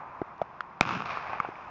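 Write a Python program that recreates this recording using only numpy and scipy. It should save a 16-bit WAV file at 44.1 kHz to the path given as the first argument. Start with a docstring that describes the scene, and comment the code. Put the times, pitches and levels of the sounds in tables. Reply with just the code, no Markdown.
"""One shotgun shot on an open, grassy range: a short, hard blast that overloads a small microphone.
Single surfaces return slaps; dense tiny echoes form a crackling roll, first from the field,
then from the tree line. A few small, damped knocks sound close by. Light wind hisses in the trees."""
import sys
import numpy as np
from scipy.fft import rfft, irfft
from scipy.io import wavfile
from scipy.ndimage import map_coordinates

SR = 44100
rng = np.random.default_rng(int(sys.argv[2]) if len(sys.argv) > 2 else 0)


def int16_out(signal):
    """Quantize to a 16-bit WAV file."""
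    q = np.round(np.clip(np.atleast_2d(signal).T, -1, 1) * 32767)
    wavfile.write(sys.argv[1], SR, q.astype(np.int16))


N = 74970

# Muzzle blast spectrum. Each row: frequency in Hz, gain in dB.
BLAST_SPECTRUM = [(25, -7), (60, -17), (120, -3), (210, 2), (470, -5.5), (760, 3.5), (1030, -1),
                  (1340, 2.5), (1680, -10), (2050, -6), (2280, 1.5), (2500, 2), (2850, -18.5),
                  (3200, -14.5), (3650, -8), (4200, -15.5), (4650, -24.5), (5200, -10.5), (5800, -23),
                  (7800, -25.5), (9000, -37.5)]
# Paths via the ground and the stand. Each row: delay in seconds, gain in dB.
BOUNCE_PATHS = [(.00128, -15.5), (.0021, -19)]
# Single echoes. Each row: start in seconds, gain in dB, low-pass corner in Hz.
SLAPS = [(0.8196, -2, 8000), (0.828, 2, 4940), (.834, -1.5, 5000), (0.8524, 4.5, 3600), (.874, 4, 3200),
         (.891, 7, 4800), (.908, 5, 2480), (.951, 3, 4000), (1.004, 5.5, 2200), (1.021, 3.5, 3400),
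         (1.058, 0.5, 4880), (1.0929, 1.5, 2500), (1.1717, 10, 1300), (1.296, 0.5, 1500)]
# Spectrum of a single echo. Each row: frequency in Hz, gain in dB.
SLAP_SPECTRUM = [(60, -26.5), (300, -13), (700, -4.5), (1250, 6), (1900, -17.5), (2520, -2), (3200, -15),
                 (5200, -20), (6900, -26.5), (7900, -60.5)]
# Field scatter envelope. Each row: time in seconds, level in dB.
FIELD_ENVELOPE = [(.809, -61.5), (.815, -40.5), (.832, -32.5), (.848, -46), (.872, -33.5), (.9, -33),
                  (.94, -34), (.995, -38), (1.015, -41), (1.05, -45), (1.2, -52.5)]
# Field scatter spectrum. Each row: frequency in Hz, gain in dB.
FIELD_SPECTRUM = [(100, -28), (300, -8), (528, -8), (667, -6.5), (879, -2.5), (1370, 0.5), (2010, -10.5),
                  (2540, -4.5), (3050, -15), (3600, -18.5), (4400, -26), (5100, -22), (6470, -31.5),
                  (7100, -35), (7800, -78.5)]
# Tree line scatter envelope, before air loss. 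Each row: time in seconds, level in dB.
TREE_ENVELOPE = [(1.045, -65.5), (1.058, -35), (1.085, -41.5), (1.1, -34), (1.15, -35), (1.22, -39.5),
                 (1.29, -37.5), (1.35, -37), (1.42, -43.5), (1.46, -40.5), (1.52, -50), (1.7, -53.5)]
# Tree line scatter spectrum. Each row: frequency in Hz, gain in dB.
TREE_SPECTRUM = [(50, -22), (125, -7.5), (280, -19), (420, -13), (711, -2.5), (842, -3), (1120, 0),
                 (1970, -9.5), (2440, -4.5), (3010, -17.5), (5340, -23.5), (6800, -37.5), (7700, -74.5)]
# Ground roll envelope. Each row: time in seconds, level in dB.
ROLL_ENVELOPE = [(.81, -61.5), (.818, -47.5), (.845, -46.5), (.856, -34.5), (.885, -39), (.915, -37),
                 (.95, -40.5), (.975, -31.5), (1.0, -45), (1.06, -54.5), (1.2, -58.5), (1.7, -63.5)]
# Ground roll spectrum. Each row: frequency in Hz, gain in dB.
ROLL_SPECTRUM = [(30, -46.5), (55, -21.5), (90, -4.5), (140, 6.5), (220, 4.5), (340, -5.5), (500, -24),
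                 (1000, -68)]
# Close knocks. Each row: start in seconds, gain in dB, pitch in Hz, rise and T60 in seconds,
# overtone, thud and click gains in dB, click centre in Hz.
CLOSE_KNOCKS = [(.2167, -13, 367, 0.00016, .015, -6, -16.5, -18.5, 1900),
                (0.38, -49.5, 1300, 0.0012, .005, -10, -26, 6, 4900),
                (.4160, -3, 660, 0.0011, 0.012, -28, -23, -26, 3230),
                (0.4218, -27, 1220, 0.00069, 0.012, -10, -33, -7.5, 4900),
                (.6068, -2, 1323, 0.001, 0.0049, -35, -47, -20.5, 3620),
                (1.3324, -5, 847, 0.00097, 0.0063, -16, -53, -20.5, 2520),
                (1.4011, 3, 1188, 0.0023, 0.0092, -11.5, -31, -30.5, 5570),
                (1.4485, -8, 830, 0.00084, 0.0068, -27, -39, -38, 2410),
                (1.4527, -19, 1460, 0.0012, 0.013, -15, -23.5, -20, 2780),
                (1.4882, -23.5, 373, 0.00025, 0.017, -6, -20.5, -19.5, 1510),
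                (1.5555, -28.5, 2270, 0.00095, 0.0096, -33, -20, -20, 2270)]
# Spectrum of a knock's click, before its resonance. Each row: frequency in Hz, gain in dB.
CLICK_SPECTRUM = [(200, -4), (1200, 18), (3300, -8.5), (5500, -15.5), (6900, -17), (7500, -43.5),
                  (8200, -81)]
# Wind envelope. Each row: time in seconds, level in dB.
WIND_ENVELOPE = [(0, -41.5), (.08, -44), (.25, -46), (.36, -47.5), (.6, -48), (.8, -48.5), (1.4, -44),
                 (1.58, -46), (1.7, -42.5)]
# Wind spectrum. Each row: frequency in Hz, gain in dB.
WIND_SPECTRUM = [(25, -22), (55, -10.5), (90, -7.5), (160, -16.5), (230, -18.5), (330, -10.5), (520, -10.5),
                 (800, -0.5), (1030, 2.5), (1220, -1.5), (1710, -13), (2390, -18.5), (2970, -35.5),
                 (4500, -45.5), (6900, -49.5), (8000, -77)]
# Treble roll-off of the camera. Each row: frequency in Hz, gain in dB.
CAMERA_RESPONSE = [(7800, -0.5), (9200, -17), (16000, -17)]

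SHOT_S, SHOT_GAIN_DB, BASS_LAG_S = 0.8089, 21, 0.001177
AIR_CORNER_HZ, AIR_LOSS_DB_PER_S = 2500, 40
SCATTER_PER_S, SCATTER_SPREAD_DB, WASH_DB = 1100, 2.5, -2
OVERTONE_RATIO, THUD_HZ, THUD_T60_S, CLICK_T60_S, CLICK_Q = 1.83, 172.8, 0.025, 0.015, 3.66
CONTACT_CORNER_HZ, BASS_CORNER_RATIO = 6000, 0.3
FLUTTER_DB, FLUTTER_PER_S = 1, 50
OVERLOAD_LEVEL, BAND_LIMIT_HZ = 0.7, 16400


def muzzle_blast():
    """Direct pulse plus two bounces within a few milliseconds."""
    paths = [(0.0008, 0.0067)] + BOUNCE_PATHS  # direct path first
    return sum(amp(SHOT_GAIN_DB + db) * pulse(SHOT_S + delay_s, lambda hz: gain_at(BLAST_SPECTRUM, hz))
               for delay_s, db in paths)


def slap_echoes():
    """One low-passed pulse from each reflecting surface."""
    out = np.zeros(N)
    for start_s, db, corner_hz in SLAPS:
        response = lambda hz: gain_at(SLAP_SPECTRUM, hz) / np.hypot(1, (hz / corner_hz) ** 2)
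        out += amp(db) * pulse(start_s, response)
    return out


def field_scatter():
    """Early crackle off the field and its low trap house."""
    return envelope(FIELD_ENVELOPE) * scatter(FIELD_SPECTRUM)


def tree_scatter():
    """Late crackle off the tree line; longer paths lose more treble to the air."""
    crackle = scatter(TREE_SPECTRUM)
    low = filtered(crackle, lambda hz: 1 / (1 + (hz / AIR_CORNER_HZ) ** 4))
    onset_s = TREE_ENVELOPE[1][0]
    treble = (crackle - low) * amp(-AIR_LOSS_DB_PER_S * since(onset_s))
    return envelope(TREE_ENVELOPE) * (low + treble)


def ground_roll():
    """Low roll of the blast over the ground."""
    return envelope(ROLL_ENVELOPE) * scatter(ROLL_SPECTRUM)


def knocks():
    """Each knock: a heavily damped ring with one overtone, a soft thud, a noise click."""
    out = np.zeros(N)
    for start_s, db, pitch_hz, rise_s, t60_s, overtone_db, thud_db, click_db, click_hz in CLOSE_KNOCKS:
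        t = since(start_s)
        phase = 2 * np.pi * pitch_hz * t
        modes = np.sin(phase) + amp(overtone_db) * np.sin(OVERTONE_RATIO * phase)
        attack = 1 - np.exp(-t / rise_s)
        ring = radiated(modes * attack * decay(t, t60_s), pitch_hz)
        thud = radiated(np.sin(2 * np.pi * THUD_HZ * t) * decay(t, THUD_T60_S), THUD_HZ)
        burst = rng.standard_normal(N) * decay(t, CLICK_T60_S)
        resonance = lambda hz: hz / np.hypot(hz, CLICK_Q * (hz ** 2 - click_hz ** 2) / click_hz)
        click = 2 * filtered(burst, lambda hz: gain_at(CLICK_SPECTRUM, hz) * resonance(hz))
        out += amp(db) * (ring + amp(thud_db) * thud + amp(click_db) * click)
    return out


def wind():
    """Light, fluttering rush from the distant trees."""
    flutter = map_coordinates(rng.standard_normal(N), [since(0) * FLUTTER_PER_S])
    rush = unit_rms(filtered(rng.standard_normal(N), lambda hz: gain_at(WIND_SPECTRUM, hz)))
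    return envelope(WIND_ENVELOPE) * amp(FLUTTER_DB * flutter) * rush


def pulse(start_s, response):
    """Causal pressure pulse with the given magnitude response; the bass lags the treble."""
    hz = np.fft.rfftfreq(2 * N, 1 / SR)
    cepstrum = irfft(np.log(response(hz) + 1e-6))
    cepstrum[1:N] *= 2  # fold to minimum phase
    cepstrum[N + 1:] = 0
    delay_s = start_s + BASS_LAG_S * np.exp(-hz / AIR_CORNER_HZ)
    lag_rad = 2 * np.pi * (np.cumsum(delay_s) - delay_s[0]) * hz[1]
    return irfft(np.exp(rfft(cepstrum) - 1j * lag_rad))[:N]


def scatter(spectrum):
    """Dense tiny echoes of random sign and size over a diffuse wash, rms 1."""
    arrivals = rng.random(N) < SCATTER_PER_S / SR
    signs = np.sign(rng.standard_normal(N))
    sizes = amp(SCATTER_SPREAD_DB * rng.standard_normal(N))
    wash = amp(WASH_DB) * rng.standard_normal(N)
    crackle = unit_rms(arrivals * signs * sizes) + wash
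    return unit_rms(filtered(crackle, lambda hz: gain_at(spectrum, hz)))


def radiated(vibration, pitch_hz):
    """A small object radiates little bass; a soft contact excites little treble."""
    high_pass = lambda hz: (1j * hz / (1j * hz + BASS_CORNER_RATIO * pitch_hz)) ** 2
    return filtered(vibration, lambda hz: high_pass(hz) / (1 + (hz / CONTACT_CORNER_HZ) ** 8))


def amp(db):
    return 10 ** (np.asarray(db) / 20)


def unit_rms(x):
    return x / np.sqrt(np.mean(x ** 2) + 1e-20)


def gain_at(spectrum, hz):
    """Gain from (Hz, dB) rows on a log frequency axis."""
    points_hz, db = np.transpose(spectrum)
    return amp(np.interp(np.log(hz + 1), np.log(points_hz + 1), db))


def envelope(rows):
    """Gain per sample from (s, dB) rows."""
    times_s, db = np.transpose(rows)
    return amp(np.interp(np.arange(N) / SR, times_s, db))


def since(start_s):
    """Seconds since the start, zero before it."""
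    return np.maximum(np.arange(N) / SR - start_s, 0)


def decay(t, t60_s):
    """Falls 60 dB in t60_s; silent until t > 0."""
    return np.exp(-np.log(1000) * t / t60_s) * (t > 0)


def filtered(x, response):
    """Zero-padded FFT filter; response takes Hz."""
    return irfft(rfft(x, 2 * N) * response(np.fft.rfftfreq(2 * N, 1 / SR)))[:N]


def scene():
    """Shot, echoes, knocks and wind, mono."""
    tail = tree_scatter() + field_scatter() + ground_roll()
    return (muzzle_blast() + slap_echoes() + tail + knocks() + wind())[None]


def record(dry):
    """The microphone saturates on the blast; the camera dulls the treble and limits the band."""
    saturated = dry[0] / (1 + (dry[0] / OVERLOAD_LEVEL) ** 8) ** (1 / 8)
    return filtered(saturated, lambda hz: gain_at(CAMERA_RESPONSE, hz) * (hz < BAND_LIMIT_HZ))[None]


dry = scene()
out = record(dry)
int16_out(out)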